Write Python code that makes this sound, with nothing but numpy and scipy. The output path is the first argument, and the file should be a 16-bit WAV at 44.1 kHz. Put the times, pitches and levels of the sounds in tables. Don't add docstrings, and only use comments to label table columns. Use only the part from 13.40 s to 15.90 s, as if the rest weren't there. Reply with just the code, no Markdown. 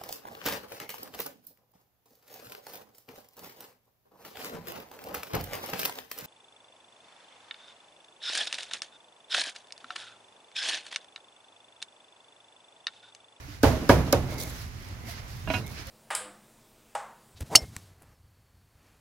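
import sys
import numpy as np
from scipy import signal
from scipy.fft import rfft, irfft, next_fast_len
from scipy.io import wavfile
from scipy.ndimage import uniform_filter1d, map_coordinates

SR = 44100
rng = np.random.default_rng(int(sys.argv[2]) if len(sys.argv) > 2 else 0)


def bounce(signal):
    frames = np.transpose(np.atleast_2d(signal))
    limited = np.clip(frames, -1, 1)
    pcm = np.round(limited * 32767).astype(np.int16)
    wavfile.write(sys.argv[1], SR, pcm)


def boost(x):
    u = np.asarray(x, float) / 20
    return 10 ** u


N = 110250
T = np.arange(N) / SR

# f/Hz, density/dB per Hz
HISS_SPECTRUM = [(150, -70), (250, -7), (800, -5.5), (2050, -7.5), (3400, -14.5), (6000, -16),
                 (9000, -20.5), (16000, -24.5)]
TRAFFIC_SPECTRUM = [(15, -39), (28, -7), (50, 2), (118, 3.5), (146, -7), (211, -11), (257, -14), (400, -28),
                    (880, -120)]
# t/s, level/dB
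HISS_LEVEL = [(0.0, -47.5), (0.2, -53.5), (0.28, -34.5), (0.4, -43.5), (0.54, -43), (1.08, -49),
              (1.22, -49), (1.5, -50), (1.86, -47.5), (2.04, -50.5), (2.28, -51.5), (2.5, -49)]
# f/Hz, correlation/1
FAR_LIKENESS = [(60, 0.85), (240, 1), (950, -0.32), (3770, 0.045), (15000, -0.22)]
NEAR_LIKENESS = [(60, 1), (240, 0.85), (950, 0.67), (3770, -0.28), (15000, 0.45)]
# peak t/s, dull level/dB, crisp level/dB, rise/s, fall/s
RUSTLES = [(0.129, -51.5, -57, .067, 0.064), (0.929, -49, -49.5, 0.039, 0.02),
           (1.008, -50.5, -39.5, 0.024, 0.036), (1.08, -72, -52.5, 0.034, 0.036),
           (1.21, -48, -50.5, 0.2, 0.056), (1.5, -54, -61, 0.21, 0.048), (1.701, -44, -46.5, 0.032, 0.042),
           (1.79, -47.5, -62, 0.039, 0.025), (1.888, -53, -56, 0.012, 0.21),
           (2.153, -44, -47.5, 0.057, 0.056), (2.31, -57, -54, 0.045, 0.036),
           (2.395, -44, -54, 0.052, 0.045), (2.48, -48.5, -55, 0.023, 0.044)]
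# t/s, level/dB
SNAPS = [(.984, -43), (1.004, -47), (1.015, -33.5), (1.036, -36), (1.069, -52.5), (1.425, -51),
         (1.487, -48), (2.265, -43), (2.27, -42), (2.279, -43), (2.287, -52), (2.317, -59), (2.47, -46)]
# f/Hz, density/dB per Hz
DULL_SPECTRUM = [(300, -31), (700, -7), (2000, -0.5), (3300, -6.5), (5000, -5), (7000, -14), (10000, -29),
                 (16000, -40)]
CRISP_SPECTRUM = [(1500, -61), (3500, 0), (5200, -2.5), (8000, -2.5), (12000, -4.5), (16000, -7)]
# peak t/s, level/dB, rise/s, fall/s
RUBS = [
    (0.931, -38.5, 0.012, 0.056),
    (1.069, -42.5, 0.08, 0.057),
    (1.62, -48, 0.18, 0.21),
    (2.119, -38.5, 0.055, 0.069),
    (2.209, -39.5, 0.043, 0.047),
    (2.309, -44.5, 0.056, 0.11),
]
# start t/s, length/s, f/Hz, level/dB
SQUEALS = [
    (.87, .22, 2160, -53),
    (1.62, .2, 2100, -58),
    (2.237, .07, 2200, -53),
    (2.215, .04, 4000, -58.5),
    (2.355, .055, 2300, -57),
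]
# t/s, f/Hz, level/dB, t60/s
BUMPS = [
    (.08, 293.5, -39, 0.17),
    (.33, 630, -24, .15),
    (0.56, 151, -12, 0.14),
    (.6, 149, -40, 0.089),
    (.85, 130, -26, 0.13),
    (.92, 610, -26, 0.062),
    (1.685, 690, -33, 0.065),
    (2.47, 540, -42.5, .15),
]
# t/s, level/dB, chatter length/s, clank level/dB
KNOCKS = [
    (2.0746, -35, .0002, -7),
    (2.1012, -30, .002, -2),
    (2.1380, -31, .025, 1),
]
# f/Hz, t60/s, level/dB at knocks 1, 2, 3
TRAY_MODES = [(277, 0.14, -7, 3.5, -3), (645.5, 0.1, 3.5, 9, -6.5), (733, 0.069, -14, 0, 2.5),
              (967, 0.2, -3.5, -3, -4), (1452, 0.13, -7, -4.5, -4), (1645, 0.037, 1, -13, -1),
              (2250, 0.037, -22, -0.5, 0), (2510, 0.17, -12, -13, -2.5), (2765, 0.23, -4.5, -21, -7.5),
              (2930, 0.072, -28, -17, -7), (3144, 0.12, -25, -21, -15), (3970, 0.074, -31, -9, -4),
              (5390, .15, -34, -19, -16.5), (6250, 0.18, -32, -18.5, -32)]
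# f/Hz, density/dB per Hz
CLANK_SPECTRUM = [(150, -23), (300, -35), (700, -3), (1500, 5), (3000, 10), (4500, -27), (7000, -27),
                  (16000, -46)]
# t/s, block level/dB, skin level/dB, tail level/dB, drum level/dB
CHOPS = [
    (.2340, -8, -24, -10, -14),
    (.4938, -3.5, -26.5, -8.5, -15),
    (.7288, -10.5, -17, -17, -19),
]
# f/Hz, t60/s, level/dB at chops 1, 2, 3
BLOCK_MODES = [(278, 0.095, 7.5, 3.5, 2), (408, 0.071, -5, -5, -33), (462, 0.17, -5, -24, -8),
               (559.5, 0.13, -1.5, 2.5, 7), (751, 0.14, -2.5, -30, -11), (958, 0.38, -47, -6, -14),
               (1190, 0.018, -7, 6.5, 5.5), (1515, 0.029, 1.5, 0, -3), (1665, 0.065, -13.5, -2.5, -12.5),
               (2194, 0.055, -24, -8.5, -11), (3030, 0.043, -23, -11.5, -36)]
# f/Hz, level/dB, t60/s
DRUM_MODES = [(68, -1.5, 0.37), (94, 4.5, 0.23), (128.4, -6.5, 0.54)]
BLADE_MODES = [(3870, 8, 0.015), (5260, 1, 0.037)]
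# f/Hz, density/dB per Hz
SKIN_SPECTRUM = [(1180, -38), (2000, -16), (5160, -1), (7310, -6), (12700, -11), (13800, -5), (16000, -14)]
SLAP_SPECTRUM = [(100, -39), (200, -22), (300, -0.5), (600, 4.5), (1100, -8), (2000, -17), (5000, -25),
                 (16000, -39)]
SHAKE_SPECTRUM = [(35, -14), (70, -4), (125, -6), (190, -10), (250, -11.5), (600, -20.5), (1200, -26),
                  (16000, -55.5)]
# f/Hz, t60/s
SLAP_T60 = [(100, 0.22), (400, 0.23), (1500, 0.19), (5000, 0.23), (15000, 0.31)]
# f/Hz, level/dB
MIC_RESPONSE = [(4000, 0), (6300, 1.5), (8200, -4), (9500, -1.5), (11500, 3.5), (14000, -0.5), (16000, 0.5)]
MIC_LEAN = [(60, -3.5), (180, -4), (550, -1.5), (1650, -3.5), (4970, -7.5), (15000, 3.5)]

TRAFFIC_DB, SURGE_DB = -42.5, 1.5
SQUEAL_WAVER_HZ, SQUEAL_STUTTER_DB = 75, 3
CLICK_DB, CLANK_DB, CLANK_T60_S = 12, -0.5, 0.16
MUTED_S, MUTE_FALL_S = 2.178, .02
SETTLE_S, SETTLE_DB = 2.15, -26.5
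FORCE_PEAK_S, FREE_RING_S, DAMP_FALL_S = .0018, .012, .007
DAMPED_SHARE = 0.28
DRUM_LAG_S, DRUM_RISE_S = .0005, .022
SHELL_HZ, SHELL_DB, SHELL_T60_S = 249.6, -9, 0.59
SKIN_RISE_S, SKIN_FALL_S, BLADE_DB = .0015, .0032, -7
SLAP_DB, SLAP_RISE_CYCLES = -1, 8
SHAKE_DB, SHAKE_T60_S = -12.5, 1.21


def unit(x):
    return x / np.sqrt(np.mean(x ** 2) + 1e-20)


def along(points, hz):
    f, v = np.transpose(points)
    return np.interp(np.log(hz + 1), np.log(f + 1), v)


def wobble(rate_hz):
    knots = rng.standard_normal(int(N * rate_hz / SR) + 4)
    return map_coordinates(knots, [T * rate_hz])


def filtered(x, response):
    m = next_fast_len(N + SR // 2)
    return irfft(rfft(x, m) * response(np.fft.rfftfreq(m, 1 / SR)), m)[..., :N]


def rush(spectrum, likeness, field=lambda hz, t: 1, patchy_db=0):
    def mid_side(hz):
        angle = np.arccos(np.clip(along(likeness, hz), -1, 1)) / 2
        return boost(along(spectrum, hz)) * np.array([np.cos(angle), np.sin(angle)])

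    mid, side = filtered(rng.standard_normal((2, N)), mid_side)
    stereo = unit(np.array([mid + side, mid - side]))
    hz, t, z = signal.stft(stereo, SR, nperseg=128)
    patch = uniform_filter1d(rng.standard_normal(z.shape[1:]), size=3, axis=0)
    patch = unit(uniform_filter1d(patch, size=30, axis=1))
    z = z * field(hz[:, None], t) * boost(patchy_db * patch)
    return signal.istft(z, SR, nperseg=128)[1][:, :N]


def dying(t, t60_s, rise_s):
    t = np.maximum(t, 0)
    return (1 - np.exp(-t / rise_s)) * boost(-60 * t / t60_s)


def ring(start_s, modes, rise_s=0.00036, crest_s=None):
    t = T[:N - round(start_s * SR)]
    out = np.zeros(len(t))
    for hz, db, t60_s in modes:
        if crest_s is None:
            wave = np.sin(2 * np.pi * hz * t)
        else:
            wave = np.cos(2 * np.pi * hz * (t - crest_s))
        out += boost(db) * dying(t, t60_s, rise_s) * wave
    return np.pad(out, (N - len(t), 0))


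def hump(peak_s, rise_s, fall_s):
    return np.exp(-((T - peak_s) / np.where(T < peak_s, rise_s, fall_s)) ** 2)


def hold(end_s, fall_s):
    return hump(end_s, 9, fall_s)


def street():
    hiss_db = np.interp(T, *np.transpose(HISS_LEVEL)) - 1.15
    hiss = boost(hiss_db) * rush(HISS_SPECTRUM, FAR_LIKENESS, patchy_db=0.04)
    traffic_db = TRAFFIC_DB + SURGE_DB * wobble(4.96)
    return hiss + boost(traffic_db) * rush(TRAFFIC_SPECTRUM, [(30, 1.0), (400, 0.64)])


def glove():
    dull = sum(boost(db) * hump(s, rise, fall) for s, db, _, rise, fall in RUSTLES)
    crisp = sum(boost(db) * hump(s, rise, fall) for s, _, db, rise, fall in RUSTLES)
    snaps = sum(boost(db) * hump(s, 0.00067, 0.0014) for s, db in SNAPS)
    crisp = crisp * boost(1.9 * wobble(250)) + snaps
    out = dull * rush(DULL_SPECTRUM, [(500, 0.096), (5000, 0.053)], patchy_db=1.0)
    return out + crisp * rush(CRISP_SPECTRUM, [(5000, 0.12)], patchy_db=2.0)


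def scrapes():
    rubs = sum(boost(db) * hump(s, rise, fall) for s, db, rise, fall in RUBS)
    out = rubs * rush(SHAKE_SPECTRUM, NEAR_LIKENESS, patchy_db=3.0)
    for s, length_s, hz, db in SQUEALS:
        half_s = length_s / 2
        cycles = np.cumsum(hz + SQUEAL_WAVER_HZ * wobble(400)) / SR
        cycles = cycles + [[0], [.12]]
        gate = np.exp(-((T - s - half_s) / half_s) ** 6)
        out += boost(db + 3.5 + SQUEAL_STUTTER_DB * wobble(130)) * gate * np.sin(2 * np.pi * cycles)
    return out + sum(ring(s, [(hz, db, t60_s)], rise_s=0.006) for s, hz, db, t60_s in BUMPS)


def tray():
    out = np.zeros((2, N))
    clank = rush(CLANK_SPECTRUM, NEAR_LIKENESS, patchy_db=-1.5)
    for k, (s, db, chatter_s, clank_db) in enumerate(KNOCKS):
        chatter = (T > s) * np.exp(-((T - s) / chatter_s) ** 2)
        taps = chatter * rng.standard_normal(N) * (rng.random(N) < .03) * 0.18
        taps[round(s * SR)] = 1
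        modes = [(hz, spots[k], t60_s) for hz, t60_s, *spots in TRAY_MODES]
        steel = ring(0, modes, rise_s=0.0002)[:SR // 3]
        click = boost(CLICK_DB) * hump(s + 0.0003, 0.0002, 0.00015)
        out += boost(db) * (signal.fftconvolve(taps, steel)[:N] - click)
        out += boost(db + clank_db + CLANK_DB) * dying(T - s, CLANK_T60_S, 0.0002) * clank

    def wall_echo(hz):
        delay = np.exp(-2j * np.pi * hz * [[.0031], [.0047]])
        return 0.21 * delay * np.clip(hz / 1500, 0, 1)

    steel = out * boost([[-1.5], [1.5]]) + filtered(out, wall_echo)
    settle = ring(SETTLE_S, [(94, 9, 0.14), (198.4, -1.5, 0.13)], rise_s=0.0076)
    return steel * hold(MUTED_S, MUTE_FALL_S) + boost(SETTLE_DB) * settle


def chops():
    out = hump(0.96, 0.074, 0.15) * boost(-46) * rush(SLAP_SPECTRUM, NEAR_LIKENESS, patchy_db=-2.0)
    for k, (s, block_db, skin_db, tail_db, drum_db) in enumerate(CHOPS):
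        modes = [(hz, spots[k], t60_s) for hz, t60_s, *spots in BLOCK_MODES]
        wood = ring(s, modes, rise_s=0.0011, crest_s=FORCE_PEAK_S)
        damping = DAMPED_SHARE + (1 - DAMPED_SHARE) * hold(s + FREE_RING_S, DAMP_FALL_S)
        out += boost(block_db - 7.5) * wood * damping

        out -= boost(drum_db) * ring(s + DRUM_LAG_S, DRUM_MODES, rise_s=DRUM_RISE_S)
        shell = ring(s, [(SHELL_HZ, SHELL_DB, SHELL_T60_S)], rise_s=0.025)
        out += boost(drum_db + 3.7 * wobble(26.07)) * shell

        crack = hump(s - .0018, SKIN_RISE_S, SKIN_FALL_S) * rush(SKIN_SPECTRUM, [(3000, 0.11)])
        out += boost(skin_db) * crack
        blade = ring(s - .003, BLADE_MODES, rise_s=0.00088)
        out += boost(skin_db + BLADE_DB) * blade * boost([[1.5], [-6]])

        def slap_decay(hz, t):
            return dying(t - s, along(SLAP_T60, hz), SLAP_RISE_CYCLES / (hz + 200))

        slap = rush(SLAP_SPECTRUM, NEAR_LIKENESS, slap_decay, patchy_db=0.9) * (T > s)
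        shake = rush(SHAKE_SPECTRUM, NEAR_LIKENESS, patchy_db=1.0)
        shake = shake * dying(T - s, SHAKE_T60_S, 0.0024) * boost(1.7 * wobble(40.2))
        out += boost(tail_db) * (boost(SLAP_DB) * slap + boost(SHAKE_DB) * shake)
    return out


def scene():
    return street() + glove() + scrapes() + tray() + chops()


def band_limit(x):
    return signal.sosfilt(signal.butter(12, 16660, fs=SR, output="sos"), x)


def record(dry):
    def ports(hz):
        db = along(MIC_RESPONSE, hz) + along(MIC_LEAN, hz) * [[.5], [-.5]]
        return boost(db) * (hz < 15900) * (hz > 20)

    x = filtered(dry, ports)
    x = x / (1 + np.abs(x / .95) ** 6) ** (1 / 6)
    return band_limit(x)


dry = scene()
out = record(dry)
bounce(out)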